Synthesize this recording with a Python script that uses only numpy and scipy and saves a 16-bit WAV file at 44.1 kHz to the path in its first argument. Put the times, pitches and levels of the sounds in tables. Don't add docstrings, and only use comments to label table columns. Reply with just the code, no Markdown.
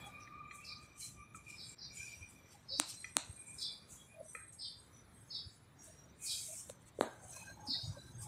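import sys
import numpy as np
from scipy import signal
from scipy.fft import rfft, irfft
from scipy.io import wavfile
from scipy.ndimage import uniform_filter1d, map_coordinates

SR = 44100
rng = np.random.default_rng(int(sys.argv[2]) if len(sys.argv) > 2 else 0)


def elevation(decibels):
    levels = np.asarray(decibels, float)
    return 10 ** (levels / 20)


def store_pcm(level_fs):
    pcm = np.round(np.clip(level_fs, -1, 1) * 32767).astype(np.int16)
    wavfile.write(sys.argv[1], SR, np.atleast_2d(pcm).T)


N = 364916
TIME = np.arange(N) / SR


def unit(x):
    return x / np.sqrt(np.mean(x ** 2) + 1e-20)


def along(points, hz):
    f, v = np.transpose(points)
    return np.interp(np.log(hz + 1), np.log(f + 1), v)


def wobble(rate):
    knots = rng.standard_normal(int(N * rate / SR) + 4)
    return map_coordinates(knots, [np.arange(N) * rate / SR])


def rush(spectrum, patchy_db, wide=4, long=12):
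    hz, _, z = signal.stft(rng.standard_normal(N), SR, nperseg=512)
    field = uniform_filter1d(rng.standard_normal(z.shape), wide, 0)
    field = uniform_filter1d(field, long, 1)
    gain = elevation(patchy_db * unit(field) + along(spectrum, hz)[:, None])
    return unit(signal.istft(z * gain, nperseg=512)[1][:N])


def narrow(hz, width_hz, size):
    f = np.fft.rfftfreq(size, 1 / SR)
    resonance = np.exp(-.5 * ((f - hz) / width_hz) ** 2)
    return unit(irfft(rfft(rng.standard_normal(size)) * resonance, size))


def pulse(spectrum):
    f = np.fft.rfftfreq(2048, 1 / SR)
    cep = irfft(np.log(elevation(along(spectrum, f)) + 1e-6))
    cep[1:1024] *= 2
    cep[1025:] = 0
    click = irfft(np.exp(rfft(cep)))[:1024]
    return click / np.abs(click).max()


def add(track, s, x):
    part = track[round(s * SR):][:len(x)]
    part += x[:len(part)]


def blips(rows):
    out = np.zeros(N)
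    for s, length, hz, db in rows:
        size = 2 * int(length * 1.2 * SR / 2)
        swell = np.sin(np.pi * np.linspace(0, 1, size) ** 0.75) ** 0.84
        add(out, s, elevation(db + 5.0) * narrow(hz, 30 + .008 * hz, size) * swell)
    return out


def stroke(s, db, rise, fade, hold=0, loss_db=0):
    t = np.arange(N * 1000 // SR + 2) / 1000 - s
    corners = [-5 * rise, 0, hold + 1e-4, hold + 5 * fade]
    return elevation(np.interp(t, corners, [db - 100, db, db - loss_db, db - loss_db - 100]))


def played(gains):
    total = sum(gains)
    return np.interp(TIME, np.arange(len(total)) / 1000, total)


# frequency in Hz, 60 dB decay in seconds.
CANOPY_DECAY = [(200, 0.25), (2000, 0.4), (5000, 0.46), (12000, 0.073)]


def echoed(x, echo_db, gap=0.015):
    hz, t, z = signal.stft(rng.standard_normal(SR // 2), SR, nperseg=256)
    decay = elevation(-60 * t / along(CANOPY_DECAY, hz)[:, None])
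    build_up = np.clip(t / gap, 0, 1) ** 2
    tail = signal.istft(z * decay * build_up, SR, nperseg=256)[1]
    wet = elevation(echo_db) * signal.fftconvolve(x, tail / np.linalg.norm(tail))
    return wet + np.pad(x, (0, len(wet) - len(x)))


# time in seconds, rumble level in dB.
TRAFFIC_LEVEL = [(0, -61.5), (.8, -62.5), (1.2, -59.5), (2.6, -64), (2.9, -62), (4, -64.5), (4.8, -64),
                 (6.9, -62.5), (7.2, -60), (7.6, -59.5), (8.27, -52.5)]
# frequency in Hz, density in dB per Hz.
RUMBLE_COLOUR = [(15, -70.5), (25, 6), (107, 4.5), (267, -14), (303, -19), (339, -6), (436, -61),
                 (500, -69), (650, -57), (1100, -120)]
# frequency in Hz, density in dB per Hz.
HISS_COLOUR = [(180, 6.5), (300, -2), (546, -3.5), (2280, -9.5), (2790, -16), (3760, -8.5), (4670, -15),
               (8220, -16), (10400, -14.5), (11700, -33), (12300, -16), (15200, -21.5), (16000, -43)]


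def traffic():
    rumble_db = np.interp(TIME, *np.transpose(TRAFFIC_LEVEL))
    engine = elevation(-8) * narrow(118.5, 9, N)
    rumble = rush(RUMBLE_COLOUR, patchy_db=1.5) + engine
    rumble = rumble * elevation(rumble_db - 1.5 + 0.48 * wobble(14))
    opening_db, settle_s = 8.5, .2
    hiss_db = -68 + opening_db * np.exp(-TIME / settle_s) + 1.1 * wobble(2.37)
    return rumble + elevation(hiss_db + 4.5) * rush(HISS_COLOUR, patchy_db=1.5, wide=3, long=16)


# start in seconds, length in seconds, pitch in Hz, level in dB.
INSECT_LINES = [
    (0.753, 0.84, 5894, -76.5),
    (2.3, 0.32, 5880, -75.5),
    (3.299, 1.5, 10920, -77),
    (3.295, 1.4, 10060, -84),
    (4.597, 1.27, 10410, -78.5),
    (0.498, 0.11, 7800, -76.5),
]


def insects():
    return blips(INSECT_LINES)


# peak in seconds, low tone in dB, its octave in dB,
# fade in seconds over 20 dB.
BRAKE_GRIPS = [(.04, -67.5, -59.5, 0.58), (.21, -52, -68, -0.95), (.27, -79, -76.5, 1.2),
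               (.345, -52.5, -78, 0.44), (.54, -75, -59, 0.4), (.72, -65, -66, 0.23), (.92, -92, -70, .12),
               (1.1, -57, -51, -0.18), (1.21, -63, -63, 0.24), (1.29, -91, -55.5, -0.48),
               (1.36, -63, -66, .04), (1.48, -79, -54.5, 0.24), (1.72, -82, -54.5, 0.05),
               (2.01, -97, -52, 0.35), (3.44, -91.5, -60, 0.36)]


def brake():
    rise_over_fade = 0.35
    low = played(stroke(s, db, rise_over_fade * fade, fade) for s, db, _, fade in BRAKE_GRIPS)
    octave = played(stroke(s, db, rise_over_fade * fade, fade) for s, _, db, fade in BRAKE_GRIPS)
    waver_s, wavers_a_second = .0003, 14
    path = [np.arange(N) + waver_s * SR * wobble(wavers_a_second)]
    low_tone = map_coordinates(narrow(1196, 36.6, N), path, order=3)
    octave_tone = map_coordinates(narrow(2388, 72, N), path, order=3)
    low = low * elevation(2.6 * wobble(17.86)) * low_tone
    return low + octave * elevation(4.0 * wobble(20.99)) * octave_tone


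def stray_squeaks():
    rows = []
    for s in rng.uniform(0, N / SR, size=40):
        a, b, c = rng.standard_normal(3)
        hz = np.clip(8000 * np.exp(b / 4), 5500, 12000)
        rows.append((s, .15 * np.exp(a / 2), hz, -81 + 2 * c))
    return blips(rows)


# start in seconds, peak in dB, bottom of the beak's band in Hz,
# buzz in Hz.
SPARROW_CALLS = [
    (0.651, -45, 3710, 570),
    (1.574, -45.5, 3400, 648),
    (1.789, -45, 3770, 522),
    (2.693, -35.5, 3780, 662),
    (3.59, -36.5, 3300, 607),
    (4.594, -41, 3140, 522),
    (5.31, -37.5, 3480, 684),
    (6.266, -36.5, 3110, 618),
    (7.676, -33, 3600, 453.4),
]


def sparrow():
    out = np.zeros(N)
    length, start_hz, fall_hz, beak_top_hz = .08, 5190, 1247.7, 5320
    t = np.arange(int(length * SR)) / SR
    for s, db, bottom_hz, buzz_hz in SPARROW_CALLS:
        pitch = start_hz - fall_hz * (t / length) ** 1.1
        swing = (1.09 + 0.83 * t / length) * np.sin(2 * np.pi * buzz_hz * t)
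        swing = swing + .5 * np.sin(2 * np.pi * 170 * t)
        call = np.sin(2 * np.pi * np.cumsum(pitch) / SR + swing) * np.sin(np.pi * t / length) ** 0.21
        call = np.pad(call, (0, 200))
        delay_s = round(start_hz / buzz_hz) / start_hz
        call = call + .8 * np.roll(call, round(SR * delay_s))
        beak = signal.butter(8, [bottom_hz, beak_top_hz], "band", fs=SR, output="sos")
        call = signal.sosfilt(beak, echoed(call, echo_db=10.5, gap=0.0026))
        add(out, s - .01, elevation(db - 16.5) * call)
    return out


# start in seconds, length in seconds, level in dB.
STEEL_RINGS = [(1.618, 0.12, -65), (2.003, 0.37, -73), (2.711, 0.76, -65), (2.982, 0.081, -61.5),
               (3.079, 0.13, -62), (3.293, 0.48, -62.5), (4.211, 0.34, -61.5), (4.451, 0.38, -65.5),
               (5.117, 0.12, -67.5), (8.17, 0.089, -59)]


def steel():
    partials = [(0.98, 0), (1.19, -12), (1.28, -14)]  # ratio, dB
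    return blips([(s, length, 8580 * ratio, db + up_db)
                  for s, length, db in STEEL_RINGS for ratio, up_db in partials])


# start in seconds, length in seconds, level in dB.
POST_RINGS = [(2.005, 0.042, -67.5), (4.37, 0.091, -69), (7.026, 0.16, -67), (7.326, 0.062, -69.5),
              (7.434, 0.092, -63), (7.587, 0.047, -74), (7.732, .08, -74.5), (7.899, 0.18, -71.5),
              (8.182, 0.044, -70)]


def post():
    return blips([(s, length, 1588, db) for s, length, db in POST_RINGS])


# start in seconds, length in seconds, pitch in Hz, level in dB.
BUMPS = [(0.032, 0.069, 813, -62), (2.197, 0.045, 76, -59.5), (2.545, 0.036, 797, -68.5),
         (2.701, .053, 550, -60), (2.789, 0.031, 277, -51), (3.162, 0.016, 266, -50.5),
         (3.285, 0.035, 89, -54.5), (4.138, 0.13, 630, -62), (4.202, 0.015, 618, -53.5),
         (4.348, 0.02, 513, -63), (5.451, 0.027, 96, -55), (5.867, 0.042, 640, -67.5),
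         (6.48, 0.065, 644, -63.5), (6.696, 0.0077, 567, -49), (6.988, .008, 470, -42),
         (7.1, 0.13, 830, -73), (7.21, 0.093, 756, -68), (7.361, 0.015, 1007, -63.5),
         (7.498, 0.019, 646, -63), (7.564, 0.14, 856, -62), (7.678, .046, 259, -53.5),
         (7.738, 0.028, 1940, -65), (7.79, 0.021, 703, -67.5), (7.829, 0.028, 105, -53),
         (7.871, .049, 119, -46.5), (7.963, 0.024, 570, -59), (8.131, 0.17, 121, -58.5),
         (8.198, 0.11, 835, -66.5)]


def knocks():
    return blips(BUMPS)


# frequency in Hz, density in dB per Hz.
CLOTH_COLOUR = [(350, -120), (500, 0.5), (750, 6.5), (1600, -7), (2600, -29.5), (3200, -120)]


def rustle():
    fade_in = np.clip((TIME - 7.05) / .08, 0, 1)
    return elevation(-66.5) * fade_in * rush(CLOTH_COLOUR, patchy_db=7.0, wide=2, long=8)


# start in seconds, length in seconds, pitch in Hz, level in dB.
RUBBER_SQUEAKS = [(0, 0.027, 7700, -62.5), (0, 0.085, 3340, -64.5), (.62, .08, 2650, -64),
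                  (.627, 0.14, 5720, -67.5), (1, 0.11, 4090, -62.5), (1.665, 0.085, 7470, -61.5),
                  (1.748, 0.19, 5730, -65.5), (1.916, 0.21, 7000, -63), (2.01, .27, 5800, -68),
                  (2.281, 0.071, 9460, -68), (2.959, 0.069, 4100, -65.5), (3.427, .32, 7300, -68),
                  (3.965, 0.095, 3320, -68.5), (4.075, 0.1, 2430, -69.5), (4.247, .1, 6000, -69),
                  (4.917, .12, 5950, -67.5), (5.276, 0.076, 6490, -68.5), (5.759, 0.19, 6580, -71),
                  (5.764, .3, 5720, -69), (5.82, 0.12, 9160, -67.5), (6.192, 0.2, 2470, -64.5),
                  (7.038, .1, 6560, -68), (7.151, 0.53, 6480, -67), (7.215, 0.099, 8770, -61.5),
                  (7.218, 0.11, 7700, -64), (7.29, 0.3, 4140, -67.5), (7.321, 0.17, 2530, -67),
                  (7.837, 0.12, 6770, -65.5), (7.96, .15, 3970, -68), (8.103, 0.11, 6450, -66)]


def squeaks():
    return blips(RUBBER_SQUEAKS)


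# start in seconds, peak in dB, canopy echo in dB, low mode in dB, high mode in dB.
TILE_CLACKS = [
    (0.274, -34, -21, -19, -7),
    (0.5096, -37.5, -10.5, -8, 7),
    (1.3452, -49.5, -18, 13, 8),
    (3.043, -27.5, -11, -16.5, 4.5),
    (4.3494, -30, -7, -5, -1.5),
]
# frequency in Hz, 60 dB decay in seconds.
TILE_MODES = [(1300, 0.048), (1850, 0.024), (2000, 0.024), (2430, 0.026), (3250, 0.05), (4150, 0.052),
              (5850, 0.038)]


def loose_tile():
    out, t = np.zeros(N), np.arange(SR // 10) / SR
    for s, db, echo_db, low_db, high_db in TILE_CLACKS:
        tilt = [(1300, low_db), (1900, 0.0049), (2400, high_db), (3300, high_db - 22.0), (6000, high_db - 17)]
        ring = np.zeros(len(t))
        for hz, t60 in TILE_MODES:
            mode_db = along(tilt, hz) + rng.normal(0, 2) - 60 * t / t60
            ring += elevation(mode_db) * np.sin(2 * np.pi * hz * t)
        ring *= (1 - np.exp(-t / 0.0013)) ** 2
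        add(out, s, elevation(db - 5) * echoed(ring, echo_db))
    return out


# time in seconds, peak in dB, canopy echo in dB.
SOLE_SNAPS = [
    (2.7982, -7, -15),
    (3.1674, -6.5, -14),
    (6.698, -29.5, -31),
]
# frequency in Hz, density in dB per Hz.
SNAP_COLOUR = [(120, -28.5), (290, 4), (410, -12.5), (600, 2.5), (1310, 3.5), (1820, -2.5), (2650, 0),
               (3160, -3.5), (4080, 7), (5070, -13), (5700, -2), (8450, 7.5), (16500, -26)]
# time in seconds, peak in dB, canopy echo in dB.
HEEL_STAMPS = [
    (7.0095, -13.5, -11),
]
# frequency in Hz, density in dB per Hz.
STAMP_COLOUR = [(88, -39.5), (230, -1), (560, 2), (1690, -12), (2700, -26.5), (4080, -16), (4510, -23.5),
                (5170, -47), (7810, -22), (13600, -40), (16500, -95)]


def taps():
    out = np.zeros(N)
    for events, colour in ((SOLE_SNAPS, SNAP_COLOUR), (HEEL_STAMPS, STAMP_COLOUR)):
        for s, db, echo_db in events:
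            add(out, s + 0.00089, elevation(db + 0.5) * echoed(pulse(colour), echo_db))
    return out


# peak in seconds, scrape in dB, weight on the sole in dB, rise and fade in
# seconds over 20 dB.
SOLE_SCUFFS = [(0.069, -58.5, -0.5, 0.042, 0.072), (.21, -72.5, 18, 0.04, 0.14),
               (.55, -57, -4, 0.037, 0.1), (.66, -62, 12, 0.076, 0.15), (.83, -67, 6.5, 0.072, 0.15),
               (1.358, -57, 0, 0.017, 0.058), (1.499, -60.5, 12, 0.09, 0.22),
               (1.732, -60.5, 9, .12, 0.021), (2.3, -63.5, -3, 0.011, 0.11), (2.53, -66, 10, .09, 0.096),
               (2.809, -63.5, 13, 0.1, 0.016), (2.899, -50.5, 11, 0.057, 0.078),
               (3.09, -65, 10, 0.83, .13), (3.2, -65.5, -1, 0.027, 1),
               (3.62, -54.5, -1, 0.11, 0.11), (3.908, -56.5, -2, 0.034, 0.27),
                  (4.238, -71, -1, 0.027, 0.22), (4.35, -62, -22, 0.072, 0.17),
                  (4.53, -59.5, -0.5, .01, 0.066), (5.16, -77, -16.5, 0.247, 0.59),
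                  (5.38, -71.5, 7.5, 0.43, 0.051), (5.55, -67, -13.5, 0.23, 0.17),
                  (5.85, -60, 5.5, 0.075, .25), (6.7, -60, 6, 0.042, 0.062),
                  (6.82, -69.5, -3.5, 0.017, 0.022), (6.89, -62.5, 5.5, 0.068, .015),
                  (7.02, -58.5, -4, 0.071, 0.19), (7.36, -54.5, 6.5, 0.19, 0.28),
                  (8.22, -52, 3, 0.036, 0.13)]
# start in seconds, length in seconds, scrape in dB, weight in dB,
# loss over the slide in dB.
SOLE_SLIDES = [
    (1.006, 0.053, -52, 5, 0),
    (1.956, 0.28, -58.5, 13, 10.5),
    (4.597, 0.38, -74.5, -16, -1.5),
    (6.241, 0.36, -47.5, 2, 5.5),
    (7.674, 0.43, -62.5, 6, 1),
]
# frequency in Hz, density in dB per Hz.
GRIT_COLOUR = [(2350, -67), (4000, -27), (4520, -94.5), (5380, -62), (5830, 7.5), (8400, 15.5),
               (14200, -5.5), (15500, -7.5), (16000, -30)]
# frequency in Hz, density in dB per Hz.
LOADED_COLOUR = [(1500, -120), (2200, -1), (3200, -4.5), (4200, -2.5), (6000, 7.5), (7500, -29),
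                 (9500, -120)]


def scuffs():
    rows = [(*scuff, 0, 0) for scuff in SOLE_SCUFFS]
    slide_rise_s, slide_fade_s = 0.048, 0.13
    for s, hold, db, weight_db, loss_db in SOLE_SLIDES:
        rows.append((s, db, weight_db, slide_rise_s, slide_fade_s, hold, loss_db))
    lag_s = 0.005
    touch = played(stroke(s, db, *shape) for s, db, _, *shape in rows)
    load = played(stroke(s + lag_s, db + weight_db, *shape) for s, db, weight_db, *shape in rows)
    grain = elevation(.9 * wobble(120) + .9 * wobble(600))
    light = elevation(4) * rush(GRIT_COLOUR, patchy_db=.8)
    loaded = elevation(-9.5) * rush(LOADED_COLOUR, patchy_db=4.0)
    return grain * (touch * light + load * loaded)


def scene():
    flutter = elevation(2.5 * wobble(40))
    weak = insects() + brake() + stray_squeaks() + steel() + post() + squeaks()
    mono = traffic() + weak * flutter + sparrow() + knocks() + rustle()
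    mono = mono + loose_tile() + taps() + scuffs()
    return np.array([mono, mono])


def suppress(x, depth_db=13, soft_db=2):
    hz, _, z = signal.stft(x[0], SR, nperseg=384)
    power = uniform_filter1d(np.abs(z) ** 2, 7, -1)
    level = 10 * np.log10(np.abs(power) + 1e-18)
    quick = unit(uniform_filter1d(rng.standard_normal(z.shape), 20, 1))
    slow = unit(uniform_filter1d(rng.standard_normal(z.shape), 130, 1))
    floor = np.percentile(level, 40, axis=-1, keepdims=True)
    guess = floor + np.minimum(10 + 6 * quick + 9 * slow, 21)
    reach = np.clip(np.log2(hz + 1)[:, None] / 2.5 - 4.2, .15, 1.3)
    shut = .5 * (1 - np.tanh((level - guess) / soft_db))
    return signal.istft(z * elevation(-depth_db * reach * shut), nperseg=384)[1][:N] * np.ones((2, 1))


def top_cut(x):
    return signal.sosfilt(signal.butter(12, 16820, fs=SR, output="sos"), x)


def record(dry):
    bass_cut = signal.butter(4, 55, "high", fs=SR, output="sos")
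    heard = suppress(signal.sosfilt(bass_cut, dry))
    dip_s, dip_length_s, dip_db = 1.748, .012, -22
    t = TIME - dip_s
    dip = elevation(dip_db * (t > 0) * np.exp(-np.abs(t) / dip_length_s))
    return top_cut(heard * dip)


dry = scene()
out = record(dry)
store_pcm(out)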